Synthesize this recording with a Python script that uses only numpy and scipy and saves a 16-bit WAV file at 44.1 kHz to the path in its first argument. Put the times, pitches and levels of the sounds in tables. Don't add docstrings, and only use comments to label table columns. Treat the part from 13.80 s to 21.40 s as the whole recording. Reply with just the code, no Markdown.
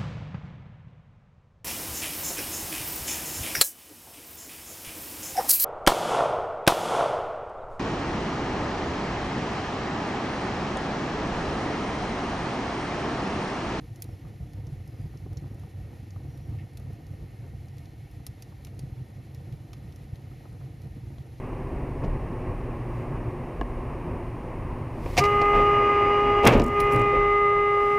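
import sys
import numpy as np
from scipy import signal
from scipy.fft import rfft, irfft
from scipy.io import wavfile
from scipy.ndimage import uniform_filter1d

SR = 44100
rng = np.random.default_rng(int(sys.argv[2]) if len(sys.argv) > 2 else 0)


def inscribe(sig):
    pcm = np.round(np.clip(np.atleast_2d(sig).T, -1, 1) * 32767)
    wavfile.write(sys.argv[1], SR, pcm.astype(np.int16))


N = 335160
TIME = np.arange(N) / SR

# (frequency [Hz], width [Hz], lift [dB])
LOG_MODES = [(716, 110, 6), (1530, 110, 2), (2030, 160, 3.5), (2380, 400, 3), (2950, 300, -3),
             (3600, 250, 1.5), (4100, 250, 4), (4700, 200, 4.5), (5020, 140, -7), (5400, 380, 5),
             (5950, 170, -7), (6330, 330, 5), (9070, 1900, 13.5), (11140, 520, -1)]


def undb(db):
    return 10 ** (np.asarray(db) / 20)


def unit(x):
    return x / np.sqrt(np.mean(x ** 2))


def contour(points, hz):
    point_hz, db = np.transpose(points)
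    return np.interp(np.log(hz + 1), np.log(point_hz), db)


def colour(x, points, modes=()):
    hz = np.fft.rfftfreq(len(x), 1 / SR)
    lift_db = sum(db / (1 + (2 * (hz - centre) / width) ** 2) for centre, width, db in modes)
    cepstrum = irfft(np.log(undb(contour(points, hz) + lift_db)), len(x))
    cepstrum[1:len(x) // 2] *= 2
    cepstrum[len(x) // 2 + 1:] = 0
    return irfft(rfft(x) * np.exp(rfft(cepstrum)), len(x))


def walk(per_s):
    hold = max(int(SR / per_s), 1)
    steps = np.repeat(rng.standard_normal(N // hold + 1), hold)
    return unit(uniform_filter1d(uniform_filter1d(steps, hold), hold)[:N])


def even(x, span_s):
    return x / np.sqrt(uniform_filter1d(x ** 2, int(span_s * SR)) + 1e-18)


def burst(x, db):
    return x * undb(db) / np.sqrt(np.sum(x ** 2) / (.012 * SR))


def add(out, start_s, x):
    i = max(int(start_s * SR), 0)
    out[i:i + len(x)] += x[:N - i]


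def flames():
    # (frequency [Hz], spectral level [dB])
    rumble_spectrum = [(20, -49), (30, -36), (42, -14), (52, -5.5), (63, -5.5), (82, -5), (99, 1.4),
                       (116, -3), (133, 0), (160, -9), (183, -18.5), (260, -35.5), (500, -70)]
    flutter_spectrum = [(120, -29), (190, -3), (250, -0.5), (295, 2.5), (400, -7), (470, -7), (620, -13.5),
                        (700, -13), (820, -18), (1000, -24), (1500, -23.5), (3000, -50)]
    # (frequency [Hz], width [Hz], lift [dB])
    box_modes = [(201.7, 20.6, 7), (333.5, 13.7, 4.5), (473, 27, 5), (578, 42, 3), (693, 20, 7.5),
                 (722, 36, 3), (914, 37, 10.5), (1012, 30, 6), (1245, 57, 5.5)]
    # (time [s], relative body level [dB], relative tip level [dB])
    blaze = [(0, -44, -55.5), (.45, -41.5, -56.5), (.85, -38, -53), (1.049, -40, -55.5),
             (1.4, -40.5, -55.5), (1.7, -40, -54.5), (1.9, -41.5, -54.5), (2.2, -41, -53.5),
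             (2.55, -40, -54.5), (2.92, -41.5, -56), (3.35, -42, -53.5), (3.6, -40.5, -55.5),
             (4.851, -44.5, -56.5), (5.1, -40, -53.5), (5.35, -43.5, -56), (6.0, -42.5, -54.5),
             (6.9, -41.5, -56), (7.6, -43, -56.5)]
    times, body_db, tips_db = np.transpose(blaze)
    body_surge, tips_surge = surges()
    dip_db = lulls()
    body = undb(np.interp(TIME, times, body_db) + dip_db + 2 * walk(per_s=24))
    tips = undb(np.interp(TIME, times, tips_db) + .17 * dip_db + 1.13 * walk(per_s=24))
    rumble = even(colour(rng.standard_normal(N), rumble_spectrum), span_s=.0518)
    puffs = rng.standard_normal(N) * undb(1.46 * walk(per_s=130))
    flutter = even(colour(puffs, flutter_spectrum, box_modes), span_s=.18)
    rumble *= undb(-.36) * np.hypot(body, body_surge)
    flutter *= undb(1.61) * np.hypot(tips, tips_surge)
    return rumble + flutter


def surges(attack_s=.013, release_s=.012):
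    # (start [s], duration [s], relative body level [dB], relative tip level [dB])
    pockets = [(0.007, 0.039, -45, -55.5), (0.113, .017, -36.5, -62), (0.298, 0.055, -39, -53.5),
               (0.431, 0.077, -42, -52.5), (0.61, 0.031, -33.5, -52.5), (0.763, 0.048, -38.5, -58),
               (0.874, 0.026, -43, -71), (0.931, 0.0091, -30.5, -63), (1.08, 0.011, -42, -64),
               (1.128, 0.018, -38.5, -58), (1.194, 0.079, -35.5, -57.5), (1.403, 0.058, -40, -63),
               (1.509, 0.02, -33, -56), (1.57, 0.0086, -33.5, -52), (1.626, .055, -39, -54),
               (1.743, .012, -42, -66), (1.835, .012, -37.5, -60), (2.02, 0.012, -41, -66),
               (2.363, 0.015, -36, -66), (2.44, 0.059, -36.5, -60), (2.686, 0.093, -33.5, -53),
               (2.816, 0.031, -40, -54.5), (3.048, 0.045, -36, -60), (3.118, 0.022, -38, -59),
               (3.308, 0.043, -39.5, -57), (3.405, 0.048, -37, -58), (3.735, 0.016, -38.5, -61),
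               (3.888, 0.021, -44, -73), (4.37, 0.047, -42, -63), (4.49, .02, -38.5, -64),
               (5.027, 0.02, -35, -55), (5.126, .013, -37, -69), (5.186, 0.041, -34.5, -70),
               (5.366, .034, -39, -58), (5.58, 0.036, -41, -61), (5.676, .033, -62, -58),
               (5.723, 0.035, -35.5, -58), (6.05, 0.054, -40, -67), (6.332, 0.0089, -34, -72),
               (6.447, .06, -43, -70), (6.723, .04, -42.5, -55.5), (6.808, 0.058, -41, -55.5),
               (7.043, 0.031, -38, -50), (7.24, 0.048, -38.5, -57), (7.321, 0.02, -38.5, -53),
               (7.39, 0.018, -34, -63), (7.515, .035, -43, -66)]
    body, tips = np.zeros((2, N))
    for start, length, body_db, tips_db in pockets:
        t = np.arange(-attack_s, length + release_s, 1 / SR)
        flare = np.interp(t, [-attack_s, 0, length, length + release_s], [0, 1, 1, 0])
        add(body, start - attack_s, undb(body_db) * flare)
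        add(tips, start - attack_s, undb(tips_db) * flare)
    return body, tips


def lulls():
    # (start [s], duration [s], depth [dB])
    troughs = [(0.133, .05, -4), (.37, 0.052, -7), (.57, .035, -5), (0.694, 0.03, -12), (0.898, .03, -14),
               (1.032, .04, -4), (1.1, 0.033, -7), (1.153, .03, -6), (1.378, 0.032, -15), (1.54, .03, -4),
               (1.755, 0.032, -10), (1.862, 0.078, -7), (2.047, 0.11, -2.5), (2.65, 0.041, -0.5),
               (2.874, 0.043, -8), (3.17, .1, -5), (3.35, 0.04, -6), (3.549, 0.043, -8), (4.262, .05, -9),
               (4.43, 0.04, -4), (4.537, 0.15, -2), (5.248, 0.068, -4.5), (5.852, 0.052, -10),
               (6.2, .11, -1), (7.01, 0.045, -7)]
    dip_db = np.zeros(N)
    for start, length, depth_db in troughs:
        add(dip_db, start, depth_db * np.sqrt(np.hanning(int(length * SR))))
    return dip_db


def hiss(ticks_per_s=22, tick_decay_s=.0034):
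    # (frequency [Hz], spectral level [dB])
    spectrum = [(300, 1), (900, 4), (1250, -1), (1600, 2), (1830, 6.5), (2250, 4.5), (2600, 1.5),
                (3500, -3), (6000, -5.5), (7200, -6), (8700, -5), (11500, -7.5), (13200, -8.5), (14200, -9),
                (15800, -9.5)]
    # (frequency [Hz], width [Hz], lift [dB])
    modes = [(1590, 70, -3.5), (1693, 25, 3), (1836, 42, 5), (1929, 25, 2.5), (2970, 40, 5), (3430, 150, 3),
             (3920, 80, 2), (4160, 220, 5.3), (4540, 130, 1), (5310, 90, 4), (5800, 67, -3),
             (11350, 400, 3.5)]
    gas = unit(colour(rng.standard_normal(N), spectrum, modes))
    gas *= undb(.23 * walk(per_s=2.9) + .76 * walk(per_s=40))
    impulses = (rng.random(N) < ticks_per_s / SR) * rng.standard_normal(N)
    t = TIME[:SR // 40]
    tick = rng.standard_normal(len(t)) * np.exp(-t / tick_decay_s)
    ticks = signal.fftconvolve(impulses, tick)[:N]
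    ember_spectrum = [(900, -30), (2200, -4), (5500, 7), (8000, 7), (15000, .5)]
    embers = unit(colour(ticks, ember_spectrum, LOG_MODES))
    return undb(-63) * gas + undb(-81.5) * embers


def rush(spurt_at_s=2.787, spurt_length_s=.06, spurt_db=-55.5):
    # (frequency [Hz], spectral level [dB])
    spectrum = [(1000, -24), (1650, -14), (1850, 1.5), (2000, -5), (2200, 2.5), (2350, -13.5), (2600, -2),
                (3200, -16.5), (6000, -32.5)]
    spurt = np.zeros(N)
    add(spurt, spurt_at_s, undb(spurt_db) * np.linspace(1, 0, int(spurt_length_s * SR)))
    jet = unit(colour(rng.standard_normal(N), spectrum))
    waver = undb(-74 + 2.5 * walk(per_s=9))
    return jet * np.hypot(waver, spurt)


def ticking(turns_per_s=15, decay_s=.0041, size=2048):
    # (time into the turn [s], mean level [dB], mean frequency [Hz])
    knocks = [(.0015, -62.5, 770), (.032, -71, 770), (0.049, -102, 1170)]
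    out, t = np.zeros(N), TIME[:size]
    for offset_s, db, hz in knocks:
        for start in np.arange(offset_s, N / SR, 1 / turns_per_s):
            force_db, detune = rng.standard_normal(2) * (1.2, .015)
            ring = np.sin(2 * np.pi * hz * (1 + detune) * t) * t * np.exp(-t / decay_s)
            add(out, start, burst(ring, db + force_db))
    return out


def crackles(fracture=2.7, size=4096):
    # (time [s], relative level [dB], woody knock [dB], treble [dB],
    # splinter resonance [Hz], decay time of the tear [s])
    snaps = [ (0.1595, -64, -9, 3, 6000, .0009), (0.2217, -47.5, -7, 6.5, 5400, 0.003),
             (0.242, -61, -5, 4, 5400, 0.0013), (0.734, -66.5, -5, 1, 5200, 0.002),
             (.868, -63.5, -11, -9, 5260, 0.0022), (1.0762, -67, -22, 3, 5160, 0.00083),
             (1.373, -64, -14, -5, 5290, 0.0035), (1.5315, -71, 0, 2, 5400, .001),
             (1.5714, -53.5, -13, -12, 5900, 0.0043), (1.7455, -75, -2, 5, 5400, .001),
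             (1.7953, -72, 0, 6, 4400, .002), (2.306, -61, -14, -10, 6600, 0.002),
             (2.5754, -68.5, -1, 4, 5600, .0012), (2.9721, -58, -3, 3, 5450, 0.00039),
             (2.9977, -71, -6, 5, 5400, .002), (3.131, -75, -3, 6, 5500, .0006),
             (3.2674, -68, -9, 0, 6430, .001), (3.884, -67, -15, -10, 4680, .001),
             (3.9827, -67, 2, 4, 5400, 0.0011), (4.056, -65, -2, -9, 5400, .003),
             (4.3134, -73, -9, 6, 5500, .001), (4.4663, -49, -5, 4.5, 5450, 0.0016),
             (4.623, -53, -6.5, -1.5, 5400, 0.0019), (4.8486, -57, -2, 2.5, 4770, 0.0013),
             (4.8696, -63.5, 3.5, -1, 2300, 0.004), (4.993, -54.5, -7, 0, 5370, 0.0013),
             (5.5473, -63, -3, 2, 5570, .002), (5.7252, -69.5, 5, 4, 2920, .001),
             (5.9323, -56.5, 0, -5, 5600, 0.0043), (6.1238, -66.5, 0, -4, 5200, .0018),
             (6.1603, -64.5, -8, 4, 5530, 0.00078), (6.3574, -68, 3, 1, 3250, .0014),
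             (7.018, -69.5, -9, 2, 4160, .001), (7.384, -74, 10.5, -8, 2800, .0013)]
    out, t = np.zeros(N), TIME[:size]
    echo_envelope = undb(-5) * np.exp(-t / .0049) + undb(-35) * np.exp(-t / .035)
    for start, db, knock_db, treble_db, splinter_hz, tear_s in snaps + hiss_puffs():
        tear, walls = rng.standard_normal((2, size))
        tear *= np.exp(-t / tear_s)
        tear[0] += fracture
        snap = colour(tear, [(2000, -5), (5000, 0)]) + walls * echo_envelope
        knock = [(300, knock_db - 8), (700, knock_db - 2), (1300, knock_db - 2),
                 (2400, knock_db + 5.5), (3500, knock_db + 6)]
        ring = [(4900, 1), (6500, 1)]
        treble = [(9000, treble_db - 9.5), (12000, treble_db - .5), (15800, treble_db - 2), (18000, -24)]
        crackle = colour(snap, knock + ring + treble, LOG_MODES + [(splinter_hz, 550, 3)])
        total_db = db + 10 * np.log10(1 + undb(knock_db) ** 2 + undb(treble_db) ** 2)
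        add(out, start, burst(crackle, total_db + .5))
    return out


def hiss_puffs(per_s=1.3, count=40):
    decay_s = -3.5
    times = np.cumsum(rng.exponential(1 / per_s, count))
    spread = rng.uniform(-.83, 1, (count, 4))
    return [(start, -75 + 3 * level, 1 + 6 * lows, -6 + 6 * treble, 5200 * 1.1 ** pitch, decay_s)
            for start, (level, lows, treble, pitch) in zip(times, spread) if start < N / SR]


def whistles(jitter=.005, wander=.007, sputter_db=3.5):
    # (start [s], duration [s], first pitch [Hz], last pitch [Hz], relative level [dB])
    jets = [(.245, .12, 5680, 5200, -72.5), (1.07, .24, 5150, 4570, -76), (1.745, .045, 5840, 5500, -79),
            (2.468, .1, 5880, 5560, -75.5), (2.6, .11, 5920, 5480, -78)]
    out = np.zeros(N)
    fizz_spectrum = [(1500, 0), (5500, -4), (12000, 1), (17000, -33)]
    fizz = undb(1) * unit(colour(rng.standard_normal(N), fizz_spectrum))
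    for start, length, first_hz, last_hz, db in jets:
        n = int(length * SR)
        unsteadiness = 1 + jitter * walk(per_s=500)[:n] + wander * walk(per_s=50)[:n]
        hz = np.linspace(first_hz, last_hz, n) * unsteadiness
        tone = np.sin(2 * np.pi * np.cumsum(hz) / SR) * undb(sputter_db * walk(per_s=70)[:n])
        add(out, start, undb(db) * (tone + fizz[:n]) * signal.windows.tukey(n, .25))
    return out


def flaps(push=2.6, rise_s=.0008, decay_s=.005, size=4096):
    # (time [s], relative level [dB], spectral slope [dB/octave])
    sheets = [(.249, -45, -15), (0.289, -45.5, -9.5), (.450, -54, -5), (.784, -47, -17),
              (1.184, -43.5, -17.5), (1.253, -41.5, -23), (1.339, -55, -4), (1.353, -41.5, -19),
              (1.462, -41.5, -13.5), (1.508, -46, -18), (1.622, -38.5, -24), (1.641, -48.5, -8),
              (1.659, -51, -9), (1.711, -42, -18.5), (1.834, -52, -4.5), (2.007, -65, -11),
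              (2.13, -48.5, -12), (2.228, -43, -28), (2.361, -48.5, -4), (2.449, -44, -13.5),
              (2.722, -44, -17), (3.064, -47, -15), (3.105, -43, -16), (3.206, -56, -7), (3.732, -48, -19),
              (4.4, -48, -14), (4.466, -57, -4.5), (4.722, -56, 5), (4.869, -53, -6.5),
              (4.99, -44.5, -13.5), (5.031, -43.5, -22), (5.931, -56, 1.5), (6.513, -47, -9),
              (6.637, -58, -7), (6.653, -48.5, -5.5), (6.811, -54, -4), (7.16, -41, -21), (7.303, -46, -13),
              (7.382, -50, -7)]
    # (frequency [Hz], width [Hz], lift [dB])
    gap_modes = [(530, 150, -1.5), (730, 110, 4.5), (1080, 110, 1), (1270, 140, 3.5)]
    low_hz, high_hz = 272, 1230
    out, t = np.zeros(N), TIME[:size]
    for start, db, slope in sheets:
        pulse = rng.standard_normal(size) * np.exp(-t / decay_s) * (1 - np.exp(-t / rise_s))
        pulse[0] += push
        top_db = slope * np.log2(high_hz / low_hz)
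        spectrum = [(60, -20), (170, 0), (low_hz, 0), (high_hz, top_db),
                    (2200, top_db - 22), (8000, top_db - 39)]
        add(out, start, burst(colour(pulse, spectrum, gap_modes), db - .7))
    return out


def burning():
    return flames() + flaps() + hiss() + rush() + crackles() + whistles()


def scene():
    # (frequency [Hz], side level against mid [dB])
    width = [(40, -37), (100, -23), (300, -16.5), (480, -11.5), (620, -4.5), (740, -2.5), (950, -2),
             (1250, -7), (1720, 0), (1950, -8.5), (2500, -38), (5800, -56), (7000, -52), (12500, -6.5),
             (15000, -23)]
    # (frequency [Hz], left minus right [dB])
    lean = [(60, -.5), (125, -.9), (250, 0)]
    hz = np.fft.rfftfreq(N, 1 / SR)
    polarity = np.array([[1], [-1]])
    share = undb(contour(width, hz))
    balance = undb(polarity * contour(lean, hz) / 2)
    mid, side = rfft(burning()), rfft(burning())
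    fire = balance * (mid + polarity * share * side) / np.sqrt(1 + share ** 2)
    return irfft(fire, N) + ticking()


def record(dry, fade_s=.006, cutoff_hz=16200):
    # (frequency [Hz], lead of the left [rad])
    port_phase = [(0, 0), (6000, 0), (7200, -1.5), (8000, -np.pi), (8350, -np.pi), (9400, -4.5),
                  (10800, -6), (12200, -6.5), (13400, -7.6), (14500, -3 * np.pi), (16000, -3 * np.pi)]
    lead = np.interp(np.fft.rfftfreq(N, 1 / SR), *np.transpose(port_phase))
    ports = irfft(rfft(dry) * np.exp(.5j * lead * np.array([[1], [-1]])), N)
    fade = np.minimum(np.minimum(TIME, TIME[::-1]) / fade_s, 1)
    low_pass = signal.ellip(10, .2, 80, cutoff_hz, fs=SR, output="sos")
    return signal.sosfilt(low_pass, ports * fade)


dry = scene()
out = record(dry)
inscribe(out)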